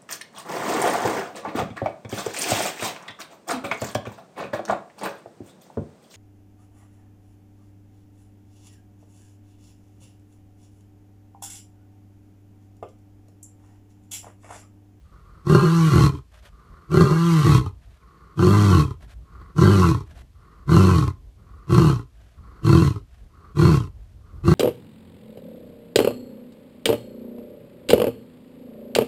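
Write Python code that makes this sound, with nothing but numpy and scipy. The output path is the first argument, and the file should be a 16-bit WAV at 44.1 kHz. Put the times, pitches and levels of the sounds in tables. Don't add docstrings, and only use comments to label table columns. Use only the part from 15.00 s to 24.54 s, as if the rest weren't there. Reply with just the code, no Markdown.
import sys
import numpy as np
from scipy import signal
from scipy.io import wavfile
from scipy.ndimage import uniform_filter1d

SR = 44100
rng = np.random.default_rng(int(sys.argv[2]) if len(sys.argv) > 2 else 0)


def log_audio(samples):
    frames = np.atleast_2d(samples).T
    limited = np.clip(frames, -1, 1)
    pcm = np.round(limited * 32767).astype(np.int16)
    wavfile.write(sys.argv[1], SR, pcm)


N = 420713
TIME = np.arange(N) / SR
CUT_S = 0.022

# (start [s], hold [s], release [s], effort [dB], sag over the hold [dB],
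# top pitch before any leap [Hz], climb to the top [s], pitch fall [s],
# widest mouth [factor on the throat], extra mouth ring [dB])
CALLS = [ (0.447, 0.62, 0.057, -9.5, 3, 101.6, 0.29, 0.3, 1.13, 0.5),
         (1.89, 0.68, 0.064, -11.5, 0.5, 103, 0.37, .24, 1.134, .5),
         (3.358, .45, 0.075, -11.5, 1.8, 104.4, 0.22, .25, 1.065, 0.5),
         (4.55, 0.36, 0.095, -9, 6, 100.9, .16, .21, 1.064, 0.5),
         (5.665, 0.33, 0.15, -8, 7.5, 96.36, 0.15, 0.19, 1.04, 0.5),
         (6.672, 0.23, 0.1, -10, 4, 86.37, .11, .115, 1.037, -0.5),
         (7.621, 0.25, 0.085, -9, 6.5, 87.87, 0.12, .13, 1, -2.5),
         (8.546, 0.21, .1, -9, 5.5, 87.2, .11, 0.097, 1.014, -1.5),
         (9.43, .21, 0.079, -7, 10.5, 86.5, 0.13, .11, 1.04, -1.5)]
# (pitch [Hz], width [Hz], relative level [dB],
# how far it follows the mouth [share, negative = the other way], gain per unit of opening [dB])
CHEST_RINGS = [(100.4, 84, -2.5, 0.5, -36), (147.8, 77.2, 5, .95, -6.5), (342, 52.3, -1.06, 0.78, 36.5),
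               (448.5, 63, -16, 0.42, -28.5), (580, 88, -27.5, 0.1, 76.5), (726, 68, -26.5, 0.5, 26)]
MOUTH_RINGS = [(860, 114, -12, -0.12, -20.5), (1032, 73, -0.5, 0.11, 16.5), (1146, 83, 1.5, 0.39, -3.5),
               (1346, 110, -4, 0.34, 8.5), (1530, 77, -10, 0.4, 8.5)]
MUZZLE_RINGS = [(1973, 130, 3.5, -0.0077, -9), (2260, 95, -2, .1, 8), (2590, 140, 2, 0.25, -10),
                (2802, 87, 3.5, 0.14, -8.5), (3136, 220, 0.5, 0.0048, -18.5), (3984, 240, -2, 0.17, -6.5),
                (4420, 220, -2.5, 0.22, -14), (5740, 1660, -9, .2, -10)]
EDGE_RINGS = [(4310, 160, 0, 0.053, 0.0014)]
# (frequency [Hz], relative level per Hz [dB])
AIR_COLOUR = [(600, -24.5), (1400, 8), (2300, -2.5), (2800, -7), (3650, 1.5), (4850, -3), (5600, -1.5),
              (7000, -3), (8900, -4), (9700, -8.5), (11800, -6.5), (14000, -16)]
# (middle [s], half length [s], boost [dB])
MOUTH_FLARES = [(.585, 0.022, 3.5), (3.551, .025, 4.5), (3.74, .02, 5), (4.843, 0.028, 10),
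                (5.905, .02, 7.5)]
# (level against the effort [dB], change when locked [dB],
# in the high register [dB], in a full surge [dB], in the tail [dB])
CHEST_ANSWER = (0, -1.5, -3.5, 3, -0.5)
MOUTH_ANSWER = (-15, -2, -2.5, 4.5, -3.5)
HISS_ANSWER = (-24.5, 0.5, -4, 1.5, -1.5)


def roars(muzzle_db=-3, air_db=-3, edge_db=-27.0, edge_rough_db=13.0, edge_growth=1.0,
          air_click=0.13, gentle=0.24, flutter_db=0.53, break_db=-9, tail_flutter=0.8, hiss_growth_db_per_s=7.5):
    effort_db, pitch, opening, bright_db, tail, gate = call_controls()
    locked, rough, leap, high, swell_db, breaks = registers()
    surge = surges() * (1 + tail_flutter * tail)

    def answer(table):
        base_db, *change_db = table
        return base_db + sum(db * state for db, state in zip(change_db, (locked, high, surge, tail)))

    chest_db, ring_db, hiss_db = answer(CHEST_ANSWER), answer(MOUTH_ANSWER), answer(HISS_ANSWER)
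    for start, hold, *_ in CALLS:
        during = window(start, start + hold + CUT_S, CUT_S)
        hiss_db = hiss_db + hiss_growth_db_per_s * (TIME - start) * during
    for middle, half, db in MOUTH_FLARES:
        ring_db = ring_db + db * np.exp(-((TIME - middle) / half) ** 2)

    pulses = fold_pulses(pitch * leap, rough)
    thuds = with_slaps(pulses, softer_db=-6)
    snaps = with_slaps(pulses)
    clicks = steadied(snaps)
    low_air = puffs(thuds, decay_s=.005, leak=.4)
    mid_air = puffs(snaps, decay_s=.003, leak=.8)
    high_air = puffs(snaps, decay_s=.003, leak=1.3)
    rush_air = puffs(snaps, decay_s=.0022, leak=4)
    low_drive = steadied(thuds) + (.1 + .4 * rough) * low_air
    mid_drive = clicks + (.6 + .35 * rough) * mid_air
    high_drive = .55 * clicks + high_air

    low_cut = signal.butter(2, 44, "high", fs=SR, output="sos")
    soft_drive = mellowed(low_drive, gentle * locked * high)
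    chest = steadied(signal.sosfilt(low_cut, throat(soft_drive, CHEST_RINGS, opening)))
    mouth = steadied(throat(mid_drive, MOUTH_RINGS, opening, quiver=.012, quiver_db=2))
    muzzle = steadied(throat(high_drive, MUZZLE_RINGS, opening, quiver=.024, quiver_db=3.3))
    edge = steadied(throat(high_drive, EDGE_RINGS, opening, quiver=.012))
    air = steadied(coloured(air_click * clicks + rush_air, AIR_COLOUR))

    bite_db = edge_db + edge_rough_db * rough + edge_growth * (effort_db + chest_db)
    voice = amp(chest_db + swell_db + break_db * breaks) * chest
    voice = voice + amp(ring_db + bright_db) * mouth + amp(bite_db) * edge
    rush_level = amp(hiss_db + swell_db + flutter_db * wobble(size=600))
    rush = rush_level * (amp(muzzle_db) * muzzle + amp(air_db) * air)
    return amp(effort_db) * gate * (voice + rush)


def call_controls(onset_db=-32.5, attack_s=0.026, tail_db=-16, tail_s=0.12, slack_hz=56.69,
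                  climb_share=.87, arch_power=2.3, shut=0.748, ajar=0.942, open_s=.04, close_power=2.63):
    effort_db, pitch, opening = np.full(N, -100.), np.full(N, 1. * slack_hz), np.full(N, 1. * shut)
    bright_db, tail, gate = np.zeros((3, N))
    for start, hold, release, db, sag_db, top_hz, climb, fall, gape, brightness in CALLS:
        now = TIME >= start
        t = TIME[now] - start
        tail[now] = np.clip((t - hold) / release, 0, 1)
        swell_db = onset_db * np.exp(-t / attack_s)
        sink_db = tail_db * tail[now] - sag_db * np.minimum(t / hold, 1)
        effort_db[now] = db + swell_db + sink_db
        from_top = abs(t - climb) / np.where(t < climb, climb_share * climb, fall)
        pitch[now] = slack_hz + (top_hz - slack_hz) * np.exp(-from_top ** arch_power)
        opened = gape + (ajar - gape) * np.exp(-t / open_s)
        closing = np.minimum(t / (hold + tail_s), 1) ** close_power
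        opening[now] = opened + (shut - opened) * closing
        bright_db[now] = brightness
        gate[now] = window(start, start + hold + tail_s, CUT_S)[now]
    return effort_db, pitch, opening, bright_db, tail, gate


# (start [s], length [s], roughness [0-1], leap in pitch [factor])
LOCKED_TONES = [(0.678, 0.21, .06, 1.64), (2.151, .26, 0.07, 1.64), (3.491, 0.21, 0.12, 1),
                (4.7, .19, .27, 1), (5.795, .15, .34, 1)]


def registers(loose_rough=.66, lock_s=.025, leap_s=0.011, early_s=.115, late_s=.04,
              break_s=0.011, swell_db_per_s=20.5):
    locked, high, swell_db, breaks = np.zeros((4, N))
    rough, leap = np.full(N, loose_rough), np.ones(N)
    for start, length, tone_rough, factor in LOCKED_TONES:
        end = start + length
        lock = window(start, end, lock_s)
        locked += lock
        rough += (tone_rough - loose_rough) * lock
        if factor > 1.3:
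            up = window(start - early_s, end + late_s, leap_s)
            high += up
            leap += (factor - 1) * up
            swell_db += swell_db_per_s * (TIME - start - length / 2) * lock
            for s in (start - early_s * .6, end + late_s / 2):
                breaks += np.exp(-((TIME - s) / break_s) ** 2)
    return locked, np.clip(rough, 0, 1), leap, high, swell_db, breaks


def fold_pulses(hz, rough, shimmer_db=3.5, limp_db=5.0):
    turns = np.cumsum(hz * np.exp(.13 * rough * wobble(size=260))) / SR
    at = np.flatnonzero(np.diff(np.floor(turns)) > 0)
    chance = np.clip(rng.standard_normal(N)[at], -2, 1.2)
    strong_weak = (-1) ** np.arange(len(at))
    pulses = np.zeros(N)
    pulses[at] = amp(rough[at] * (shimmer_db * chance + limp_db * strong_weak))
    return pulses


# (time [s], level over a plain click, before any softening [dB])
HARD_SLAPS = [(0.547, 11.5), (1.149, 1), (1.941, 7), (2.007, 11.5), (2.661, 14.5), (3.391, 11.5),
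              (3.907, 13), (4.582, 12), (4.621, 7.5), (4.945, 11), (5.005, 9), (5.691, 9), (5.765, 8.5),
              (6.024, 10), (6.079, 15.5), (6.705, 4.5), (6.745, 4), (6.779, 11.5), (6.993, 8.5), (7.665, 7),
              (7.691, 9), (7.727, 12), (7.749, 14.5), (7.959, 14), (8.588, 6), (8.614, 3), (8.651, 8.5),
              (8.85, 2), (9.478, 11.5)]


def with_slaps(pulses, softer_db=0):
    out = pulses.copy()
    for s, db in HARD_SLAPS:
        at = round(s * SR)
        out[max(at - 260, 0):at + 200] = 0
        out[min(at, N - 1)] = amp(db + softer_db)
    return out


def surges(full_db=13, fade_s=.024):
    surge = np.zeros(N)
    for s, db in HARD_SLAPS:
        fade = np.exp(-abs(TIME - s) / fade_s) * (TIME >= s)
        surge = np.maximum(surge, amp(db - full_db) * fade)
    return surge


def puffs(pulses, decay_s, leak):
    bursts = signal.lfilter([1], [1, -np.exp(-1 / (decay_s * SR))], pulses)
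    return steadied((steadied(bursts) + leak) * rng.standard_normal(N))


def mellowed(x, share, corner_hz=150):
    r = np.exp(-2 * np.pi * corner_hz / SR)
    dull = signal.lfilter([1 - r], [1, -r], x)
    return x + np.clip(share, 0, 1) * (dull - x)


def throat(x, modes, opening, quiver=0, quiver_db=0):
    out = np.zeros(N)
    for k, (hz, width, db, follow, open_db) in enumerate(modes):
        centre = hz * (1 + follow * (opening - 1) + quiver * wobble(size=2400))
        turn = np.exp(2j * np.pi * np.cumsum(centre) / SR)
        r = np.exp(-np.pi * width / SR)
        ring = signal.lfilter([(1 - r) ** 2], [1, -2 * r, r * r], x * turn.conj() + 1e-18)
        level = amp(db + open_db * (opening - 1) + quiver_db * wobble(size=1800))
        out += (-1) ** k * level * (turn * ring).real
    return out


# (middle [s], level before flutter [dB], length [s])
GASP_TIMES = [(1.37, -57, .12), (1.46, -54, .08), (2.89, -65, .25), (4.035, -58, .08), (4.11, -52, .07),
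              (5.1, -59, .1), (5.185, -52, .09), (7.25, -64.5, .32), (8.17, -66, .25), (9.06, -71, .22)]
# (frequency [Hz], relative level per Hz [dB])
GASP_TINT = [(240, -31), (400, -5.5), (431, -2), (464, -14.5), (663, 3), (817, -7), (867, -8), (1640, -4.5),
             (2120, -10), (3360, -11.5), (4870, -17.5), (12600, -25), (14000, -41)]


def gasps(flutter_db=3.0):
    swell = np.zeros(N)
    for middle, db, length in GASP_TIMES:
        swell += amp(db) * np.cos(np.pi * np.clip((TIME - middle) / length, -.5, .5))
    return swell * amp(flutter_db * wobble(size=400)) * noise(GASP_TINT)


# (start [s], length [s], level before flutter and ring [dB])
MURMUR_TIMES = [(0.021, 0.44, -57), (1.466, 0.49, -55.5), (2.937, 0.43, -55), (4.203, 0.33, -53),
                (5.307, 0.35, -56), (6.352, 0.327, -56), (7.328, 0.33, -53.5), (8.269, .26, -53),
                (9.157, 0.28, -61)]
# (frequency [Hz], relative level per Hz [dB])
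MURMUR_TINT = [(100, -4), (165, 8), (250, -5), (350, 0), (460, -2), (560, -14), (920, -14), (1060, 0),
               (1180, 1), (1420, -3), (1620, -15), (2000, -14), (2500, -27), (3600, -31), (4400, -22),
               (5200, -33), (9000, -40)]


def murmurs(flutter_db=2, swell_s=0.16, ring_db=-7, ring_hz=1150, ring_width_hz=90):
    swell = np.zeros(N)
    for start, length, db in MURMUR_TIMES:
        rise = np.clip((TIME - start) / swell_s, 0, 1)
        swell += amp(db) * rise * window(start, start + length, CUT_S)
    ring_mode = [(ring_hz, ring_width_hz, 0, 0, 0)]
    ring = evened(throat(rng.standard_normal(N), ring_mode, 1, quiver=0.035))
    murmur = noise(MURMUR_TINT) + amp(ring_db) * ring
    return swell * amp(flutter_db * wobble(size=500)) * murmur


def squeak(start=3.02, length=0.017, from_hz=2450, to_hz=1850, level_db=-62):
    hz = np.interp(TIME, [start, start + length], [from_hz, to_hz])
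    tone = np.sin(2 * np.pi * np.cumsum(hz) / SR)
    return amp(level_db) * window(start, start + length, CUT_S / 2) * tone


def scatter(x, wet_db=-20, t60=0.26):
    t = TIME[:SR // 3]
    dull_noise = signal.lfilter([1], [1, -.5], rng.standard_normal(len(t)))
    tail = dull_noise * amp(-60 * t / t60) * (t > .004)
    return amp(wet_db) * signal.oaconvolve(x, tail / np.linalg.norm(tail))[:N]


# (time [s], level before the trim and gusts [dB])
WIND_STRENGTH = [(0, -45.5), (1.3, -50.5), (2.8, -47), (3.1, -55), (4.2, -41.5), (5.4, -47), (6.3, -45),
                 (6.6, -49.5), (7.2, -45.5), (8.3, -47.5), (9.5, -40.5)]
# (frequency [Hz], relative level per Hz [dB])
WIND_TINT = [(20, -31), (35, -7), (53, 7.5), (75, 1.5), (105, -4.5), (150, -13.5), (300, -24), (700, -32.5),
             (3000, -58.5)]
# (frequency [Hz], relative level per Hz [dB])
FIELD_TINT = [(100, -15), (400, -7.5), (1000, -5), (3000, -5), (13000, -15)]


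def grassland(wind_db=-1, field_db=-71):
    gusts_db = 3.2 * wobble(size=3000)
    wind = amp(wind_db + curves(WIND_STRENGTH)[0] + gusts_db) * noise(WIND_TINT)
    return wind + amp(field_db) * noise(FIELD_TINT)


def amp(db):
    return 10 ** (np.asarray(db) / 20)


def evened(x):
    return x / np.sqrt(np.mean(x ** 2) + 1e-20)


def steadied(x, size=1500):
    power = uniform_filter1d(uniform_filter1d(x ** 2, size), size)
    return x / np.sqrt(abs(power) + 1e-12)


def wobble(size):
    return evened(uniform_filter1d(uniform_filter1d(rng.standard_normal(N), size), size // 2))


def window(start, end, edge_s):
    return (np.tanh((TIME - start) / edge_s) - np.tanh((TIME - end) / edge_s)) / 2


def curves(rows):
    s, *columns = np.transpose(rows)
    return [np.interp(TIME, s, c) for c in columns]


def coloured(x, points):
    hz, db = np.transpose(points)
    f = np.fft.rfftfreq(4096, 1 / SR)
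    octaves_below = np.minimum(np.log2((f + 1) / hz[0]), 0)
    curve_db = np.interp(np.log(f + 1), np.log(hz), db) + 12 * octaves_below
    log_gain = np.log(amp(np.maximum(curve_db, -100)))
    circle = np.concatenate([log_gain, log_gain[-2:0:-1]])
    taps = np.fft.ifft(np.exp(np.conj(signal.hilbert(circle)))).real
    return signal.oaconvolve(x, taps)[:N]


def noise(points):
    return evened(coloured(rng.standard_normal(N), points))


def scene():
    lion = roars() + gasps() + murmurs() + squeak()
    return (lion + scatter(lion) + grassland())[None]


def record(dry, top_hz=14200):
    rounded = dry / (1 + dry ** 8) ** (1 / 8)
    low_pass = signal.firwin(255, top_hz, window=("kaiser", 8), fs=SR)
    return signal.oaconvolve(rounded, low_pass[None], "same")


dry = scene()
out = record(dry)
log_audio(out)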